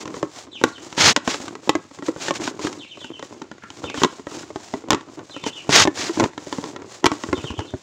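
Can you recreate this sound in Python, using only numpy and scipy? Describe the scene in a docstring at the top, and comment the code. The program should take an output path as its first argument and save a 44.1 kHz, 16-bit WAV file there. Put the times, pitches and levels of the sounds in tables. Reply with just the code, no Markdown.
"""A phone is held in one hand while a small bird is fed in a tiled room. From the start, shifting
fingers make the case knock and creak. Further off the bird gives two falling chirps, smeared by the
hard walls, and at 1 s skin slides loudly over the case. Short runs of chirps follow from 2.8 s, with
one raspy squeak across the room at 3.6 s. Another loud slide comes at 5.7 s, and after 7 s the palm
thuds softly against the case while the bird calls once more."""
import sys
import numpy as np
from scipy import signal
from scipy.fft import rfft, irfft
from scipy.io import wavfile
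from scipy.ndimage import uniform_filter1d

SR = 44100
rng = np.random.default_rng(int(sys.argv[2]) if len(sys.argv) > 2 else 0)


def store_pcm(level_fs):
    """Save levels as 16-bit WAV."""
    pcm = np.round(np.clip(level_fs, -1, 1) * 32767).astype(np.int16)
    wavfile.write(sys.argv[1], SR, np.atleast_2d(pcm).T)


N = 344862

# Knocks on the case. Each row: start in seconds, thump level in dB, hardness (crack over thump) in dB.
KNOCKS = [(0.0556, -33.5, -6), (0.077, -43, 2.5), (0.142, -31.0, -12.5), (0.1675, -31.5, -16),
          (0.2281, -17.0, -18.5), (0.6138, -26.5, -17), (0.6384, -10.5, -7), (0.7815, -39.5, -12),
          (0.9267, -39, 1.5), (0.9777, -24.5, -5.5), (1.163, -21.0, 5.5), (1.173, -23, -12.5),
          (1.2765, -17, -8.5), (1.344, -30, -0.5), (1.402, -31.5, -26), (1.4807, -34, -2.0),
          (1.553, -33.0, -7.5), (1.6746, -26, -26), (1.6931, -13, -4), (1.7528, -16.0, -15.5),
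          (1.988, -32.5, -16), (2.0239, -28, -18), (2.0839, -16, -31), (2.1621, -30.5, -19.5),
          (2.2829, -24.5, -4), (2.3078, -17.5, -9), (2.3989, -26.5, -26), (2.4187, -29.5, -17),
          (2.476, -23.5, -6), (2.5933, -27.5, -14), (2.6485, -19.0, -37), (2.67, -25.5, -7),
          (2.7281, -43.5, 6.5), (2.973, -38, -14), (3.044, -35.5, -5), (3.194, -37.5, -4),
          (3.226, -32.5, -7), (3.3247, -36.5, -13), (3.4183, -31, -10), (3.5146, -33.5, -11),
          (3.703, -45, 7.5), (3.84, -28.5, -9.5), (3.8991, -38, 4.5), (3.9426, -28, -10.5),
          (3.9753, -28.5, -10), (4.018, -19.5, -14), (4.0345, -14, -1.5), (4.0461, -14, -8),
          (4.195, -33, -22), (4.269, -27.5, -16), (4.504, -31.0, -23), (4.559, -24.5, -15.5),
          (4.7379, -19.5, -19.5), (4.8384, -31.5, -38), (4.8854, -31, -13.5), (4.9055, -18, 3),
          (4.9201, -20.5, -6), (4.931, -16.5, -5.5), (4.9464, -21, -8), (5.086, -40.5, -17.0),
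          (5.1921, -35, -12), (5.298, -40, -21), (5.364, -30, -15.5), (5.4386, -33.5, 0.5),
          (5.4643, -21, -13), (5.6922, -15.5, -14), (5.8526, -17.5, -12), (5.874, -11.5, -17.5),
          (6.0939, -18, -32), (6.173, -17, -30), (6.1979, -17.5, -6), (6.205, -14, -16),
          (6.2392, -17.5, -7.5), (6.378, -28.5, -8.5), (6.47, -29, -41), (6.5267, -24.5, -7.0),
          (6.5836, -21, -28), (6.64, -29.5, -6), (6.7621, -32.5, -6.5), (6.8206, -38.5, -10),
          (7.0423, -11, -12.5), (7.0576, -19, 3), (7.0641, -14, -2.0), (7.1168, -18, -14),
          (7.2366, -27, -6), (7.288, -30, -20), (7.329, -14.5, -17), (7.3769, -40, -1.5),
          (7.4412, -27.5, -21), (7.5047, -26.0, -15.5), (7.5913, -25.0, -9.5), (7.605, -31, -14),
          (7.7382, -22.5, -39)]
# The low and high notes of the case. Each row: pitch in Hz, seconds to fade by 60 dB, level in dB.
THUMP_NOTES = [(129, 0.045, -25.5), (187, 0.045, -12), (276.8, 0.083, -4), (332.5, 0.09, -5),
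               (422.3, 0.076, -6), (571, 0.044, -6)]
RING_NOTES = [(766, 0.019, -2.5), (915, 0.041, 1), (1051, 0.047, 1), (1365, 0.038, -0.5),
              (1603, 0.036, -6.5), (1888, 0.055, -7.5), (2136, 0.037, -11)]
# Movements of the hand. Each row: start in seconds, length in seconds, strength in dB.
SKIN_STROKES = [(0, 0.044, -27), (0.106, 0.15, -39), (0.317, 0.16, -37.5), (0.712, 0.36, -43),
                (0.964, 0.17, -12.5), (1.235, 0.16, -27.5), (1.313, 0.24, -39.5), (1.614, 0.11, -37.5),
                (1.923, 0.076, -38.5), (2.025, 0.11, -34.5), (2.169, 0.17, -30), (2.332, 0.067, -27.5),
                (2.386, 0.14, -30), (2.582, 0.14, -32), (2.658, 0.128, -42), (2.986, 0.13, -45),
                (3.208, 0.09, -41), (3.812, 0.12, -43), (3.926, 0.16, -31.5), (4.055, 0.21, -43),
                (4.248, 0.24, -38), (4.519, 0.24, -42.5), (5.091, 0.13, -44.5), (5.451, 0.061, -25),
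                (5.498, 0.2, -45.5), (5.692, 0.16, -11), (5.935, 0.18, -26.5), (6.059, 0.25, -34.0),
                (6.35, 0.42, -40.5), (6.882, 0.15, -42), (7.022, 0.36, -42.5), (7.325, 0.26, -43.5)]  # skin slides over the case
GRIP_SHIFTS = [(0, 0.18, -36.5), (1.26, 0.35, -42), (2.18, 0.57, -39), (2.59, 0.17, -33), (3.74, 0.24, -38),
               (4.3, 0.13, -38), (4.86, 0.057, -33.5), (5.16, 0.11, -37), (5.97, 0.16, -37.5),
               (6.18, 0.12, -22.5), (6.5, 0.43, -41.5), (7.2, 0.26, -39)]  # the holding hand tightens or shifts
# Soft pushes of the palm. Each row: start in seconds, level in dB.
PALM_PUSHES = [(.225, -36), (3.836, -33), (3.972, -36), (5.689, -22.5), (5.871, -33), (6.171, -38),
               (7.285, -31), (7.325, -26), (7.375, -30), (7.436, -28), (7.501, -23.5), (7.581, -22),
               (7.737, -27)]
# Chirps. Each row: start in seconds, length in seconds, fall of a full sweep in octaves, level in dB.
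CHIRPS = [(0.515, .076, 0.83, -33), (0.721, .066, 1.2, -41.5), (2.78, 0.079, 0.99, -37),
          (2.879, 0.076, 1, -36), (2.991, 0.067, 0.89, -35), (3.109, 0.076, 0.45, -39.5),
          (3.826, 0.083, 1.1, -34.5), (3.948, .065, 0.52, -37), (5.305, 0.083, 0.97, -37.5),
          (5.417, 0.082, 0.58, -35.5), (5.521, 0.093, .65, -34), (7.336, 0.079, 0.73, -37),
          (7.426, 0.077, .75, -35), (7.548, 0.08, 0.55, -37), (7.665, 0.041, 0.97, -41.5)]
# The squeak. Its one row: start in seconds, length in seconds, pitch in Hz, level in dB.
SQUEAK = (3.612, .04, 1550, -37)
# Tone curves, which make a sound dull or bright. Each row: frequency in Hz, boost or cut in dB.
CRACK_TONE = [(700, -8.5), (1900, 0), (3000, 7), (3800, 5.5), (4600, -1), (6000, 1.5), (7200, -0.5),
              (8800, -18.5), (12000, -36), (16000, -47)]  # the sharp start of a knock
LIGHT_SKIN_TONE = [(60, -19), (300, 3), (700, 6.5), (1300, 1), (2300, -2.5), (4500, -1), (6000, 0.5),
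                   (7200, 1.5), (8700, -13), (12000, -29), (16000, -26)]  # skin brushing the case
PRESSED_SKIN_TONE = [(30, -50), (90, -3), (400, -3.5), (700, -3.5), (1300, -2), (2800, -2), (5300, -3),
                     (6800, -4.5), (8000, -16.5), (9200, -23), (12000, -35.5), (16000, -38)]  # skin pressed on the case
GRIP_TONE = [(30, -22), (60, -34), (100, -4), (190, -5.5), (320, 7), (470, -3), (700, -10.5), (1050, -10),
             (1500, -21), (2400, -24.5), (6000, -56.5)]  # the grip heard through the case
BEAK_TONE = [(1500, -10), (2300, 2), (2750, 0), (3150, 1), (3600, -3), (4200, -1), (5000, -10), (9000, -14)]  # the bird's throat and beak
AIR_TONE = [(30, -18), (90, 15), (310, 2), (550, 1), (1100, -16), (2000, -3.5), (7000, -10.5), (9000, -38),
            (12000, -50), (16000, -51)]  # the background hush


def case_knocks(snap_fade_s=0.014, chatter_fade_s=0.065, chatter_db=-15):
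    """Each release snaps, chatters briefly and rings the case; the harder the contact, the brighter."""
    out, t = np.zeros(N), np.arange(SR // 8) / SR
    fade = undb(-60 * t / snap_fade_s) + undb(chatter_db - 60 * t / chatter_fade_s)
    for start, db, hardness_db in KNOCKS + faint_ticks():
        crack = colour(rng.standard_normal(len(t)) * fade, CRACK_TONE)
        thump = case_ring(THUMP_NOTES, t, detune=0.069, scatter_db=4.5, finger_fade_s=0.86)
        ring = case_ring(RING_NOTES, t, detune=0.05, scatter_db=4.0, finger_fade_s=0.2)
        ring_db = db + 1.9 + 0.47 * hardness_db  # harder contact rings the high notes more
        add(out, start, hit_at_level(thump, db))
        add(out, start, hit_at_level(ring, ring_db))
        add(out, start, hit_at_level(crack, db + hardness_db))
    return out


def case_ring(notes, t, detune, scatter_db, finger_fade_s):
    """Each touch presses a different spot, which shifts the case's notes and makes them fade sooner."""
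    hz, fade_s, db = np.transpose(notes)[:, :, None]
    tune, size = rng.standard_normal((2, len(notes), 1))
    sign = rng.choice([-1, 1], (len(notes), 1))
    loudness = undb(db + scatter_db * size - 60 * t / fade_s - 60 * t / finger_fade_s)
    waves = np.sin(2 * np.pi * hz * (1 + detune * tune) * t)
    return np.sum(sign * loudness * waves, axis=0)


def faint_ticks(per_second=11, level_db=-45, hardness_db=-15):
    """The case also ticks faintly at random moments. Gives rows like those of KNOCKS."""
    slots = np.arange(0, N / SR, 1 / per_second)
    late, size, hard = rng.standard_normal((len(slots), 3)).T
    starts = np.abs(slots + late / per_second / 2)
    return list(zip(starts, level_db + 3 * size, hardness_db + 6 * hard))


def skin_slide(pressed_from_db=-42, pressed_range_db=20, uneven_db=1.73):
    """Skin hisses thinly as it brushes the case; pressed harder, its slips are denser and fuller."""
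    power = hand_effort(SKIN_STROKES, rest_db=-54.5)
    level_db = 10 * np.log10(power) + uneven_db * wander(per_second=130)
    pressure = np.clip((level_db - pressed_from_db) / pressed_range_db, 0, 1)
    light = unit(colour(slips(per_second=7000, spread_db=-0.5), LIGHT_SKIN_TONE)) * undb(1)
    pressed = unit(colour(slips(per_second=30000, spread_db=1.3), PRESSED_SKIN_TONE)) * undb(3)
    return undb(level_db) * (np.sqrt(1 - pressure) * light + np.sqrt(pressure) * pressed)


def grip_rumble(boost_db=5.0, uneven_db=2.5, creep_db=-21, build_s=0.0075, settle_s=0.04):
    """Soft, uneven slips of the holding hand rumble through the case."""
    power = hand_effort(GRIP_SHIFTS, rest_db=-56)
    t = np.arange(-SR // 4, SR // 4) / SR
    strain = np.exp(np.minimum(t / build_s, -t / settle_s))
    for start, db, _ in KNOCKS:  # the grip creeps at each knock and settles after it
        creep = undb(db + creep_db) * strain[t >= -start]
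        add(power, start + t[0], creep ** 2)
    rumble = unit(colour(slips(per_second=500, spread_db=2), GRIP_TONE))
    return rumble * np.sqrt(power) * undb(boost_db + uneven_db * wander(per_second=23))


def hand_effort(moves, rest_db, restless_db=4.5, swell_share=0.42, tire_db=4):
    """Each movement gathers speed, tires a little and stops; the hand never rests entirely."""
    power = undb(rest_db + restless_db * wander(per_second=11)) ** 2
    for start, length, db in moves:
        t = np.arange(int(length * SR)) / SR
        swell = np.minimum(t / (swell_share * length), 1) ** 1.05
        stop_s = 0.029 * 2 ** ((-11.5 - db) / 17.5)  # firm movements stop short, soft ones trail off
        stop = np.minimum((length - t) / stop_s, 1)
        add(power, start, (swell * stop * undb(db - tire_db * t / length)) ** 2)
    return power


def palm_thuds(hz=112, length_s=0.033):
    """Flesh gives way slowly, so each push is just a few low, uneven waves."""
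    out, progress = np.zeros(N), np.linspace(0, 1, int(length_s * SR))
    swell = np.sqrt(progress) * (1 - progress) ** 2
    for start, db in PALM_PUSHES:
        tune, size, phase = rng.standard_normal(3)
        angle = 2 * np.pi * hz * (1 + 0.22 * tune) * progress * length_s
        push = np.sin(angle) + 0.62 * size * np.sin(0.78 * angle + phase)
        add(out, start, hit_at_level(push * swell, db))
    return out


def bird_chirps(halfway_hz=3040, full_sweep_s=0.082, overtone_db=-8):
    """Each chirp is a hoarse, falling whistle, shaped by the bird's throat and beak."""
    out = np.zeros(N)
    wobble = 1 + 0.033 * wander(per_second=800)
    flutter = undb(3.2 * wander(per_second=160))
    for start, length, octaves, db in CHIRPS:
        progress = np.linspace(0, 1, int(length * SR))
        span = slice(int(start * SR), int(start * SR) + len(progress))
        sweep = progress * length / full_sweep_s  # short chirps break off early
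        fall = sweep + 0.163 * np.sin(2 * np.pi * sweep) / (2 * np.pi)  # slows a little halfway
        hz = halfway_hz * 2 ** (octaves * (0.5 - fall)) * wobble[span]
        phase = 2 * np.pi * np.cumsum(hz) / SR
        whistle = np.sin(phase) + undb(overtone_db) * np.sin(2 * phase)
        swell = 2 * np.sqrt(progress * (1 - progress)) * flutter[span]
        add(out, start, undb(db) * swell * whistle)
    return colour(out, BEAK_TONE)


def squeak():
    """Irregular slips make one short rasp, strongest around one pitch."""
    start, length, hz, db = SQUEAK
    out, swell = np.zeros(N), np.hanning(int(length * SR))
    tone = [(hz / 2, -25), (hz, 0), (1.4 * hz, -7), (2 * hz, -25), (10 * hz, -50)]
    rasp = unit(colour(slips(per_second=2000, spread_db=1.5), tone))
    add(out, start, undb(db) * swell * rasp[:len(swell)])
    return out


def first_echoes(x, count=10, within_s=0.02):
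    """The floor and nearest walls quickly bounce a distant sound back several times."""
    echoes = np.zeros(int(within_s * SR))
    echoes[rng.integers(0, len(echoes), count)] = rng.choice([-1, 1], count) * np.sqrt(1 / count)
    return signal.fftconvolve(x, echoes)[:N]


def room_echo(x, treble_db, gap_s=0.0072, fade_s=0.31):
    """Countless echoes from tiles and walls blur into one fading tail."""
    t = np.arange(SR * 3 // 4) / SR
    tail = rng.standard_normal(len(t)) * undb(-60 * t / fade_s) * (t > gap_s)
    echo = signal.fftconvolve(x, tail / np.sqrt(np.sum(tail ** 2)))[:N]
    return colour(echo, [(100, -27), (500, -12), (1300, 2.5), (3000, treble_db), (9000, 2 * treble_db)])


def room_air(level_db=-55.5):
    """A faint hush whose level drifts a little."""
    hush = unit(colour(rng.standard_normal(N), AIR_TONE))
    return hush * undb(level_db + wander(per_second=3.72))


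def slips(per_second, spread_db):
    """Rubbing surfaces stick and let go, making tiny clicks of random size at random moments."""
    size = undb(spread_db * np.minimum(rng.exponential(size=N), 4))
    lets_go = rng.random(N) < per_second / SR
    return unit(lets_go * size * rng.standard_normal(N))


def wander(per_second):
    """A smooth random drift with a typical size of 1."""
    step = max(int(SR / per_second), 2)
    stairs = np.repeat(rng.standard_normal(N // step + 1), step)[:N]
    return unit(uniform_filter1d(stairs, step))


def colour(x, tone, size=2048):
    """Boost and cut the frequencies of x along a tone curve."""
    hz, db = np.transpose(tone)
    grid_hz = np.maximum(np.arange(size // 2 + 1) * SR / size, 1)
    gains = undb(np.interp(np.log(grid_hz), np.log(hz), db))
    # Fold the filter's second half onto its first, so it rings only after a sound, never before.
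    folded = irfft(np.log(gains))
    folded[1:size // 2] *= 2
    folded[size // 2 + 1:] = 0
    click_response = irfft(np.exp(rfft(folded)))
    return signal.fftconvolve(x, click_response)[:len(x)]


def hit_at_level(x, db):
    """Give a hit the energy of 10 ms of steady sound at this level."""
    return x * undb(db) * np.sqrt(SR / 100 / np.sum(x ** 2))


def add(out, start, x):
    """Mix x into out from a start time in seconds."""
    i = max(int(start * SR), 0)
    out[i:i + len(x)] += x[:max(N - i, 0)]


def undb(db):
    """Turn decibels into a number to multiply by."""
    return 10 ** (np.asarray(db) / 20)


def unit(x):
    """Scale x to an average power of 1."""
    return x / np.sqrt(np.mean(x ** 2))


def scene():
    """The hand and case sound right at the microphone; the bird is heard mostly through the room."""
    distant = bird_chirps() + squeak()
    early = first_echoes(distant) + undb(-2) * distant
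    far = undb(-4) * early + undb(-5) * room_echo(early, treble_db=-1)
    air = room_air()
    hand = skin_slide() + grip_rumble() + palm_thuds()
    case = case_knocks()
    near = hand + case + undb(-15.5) * room_echo(case, treble_db=-5)
    return (near + far + air)[None]


def record(dry):
    """The phone thins the deep bass, overloads on the hardest knocks and cuts the highest treble."""
    bass_cut = signal.butter(3, 65, "high", fs=SR, output="sos")
    treble_cut = signal.ellip(8, 0.2, 60, 15700, fs=SR, output="sos")
    clipped = np.clip(signal.sosfilt(bass_cut, dry), -1, 1)
    return signal.sosfilt(treble_cut, clipped)


dry = scene()
out = record(dry)
store_pcm(out)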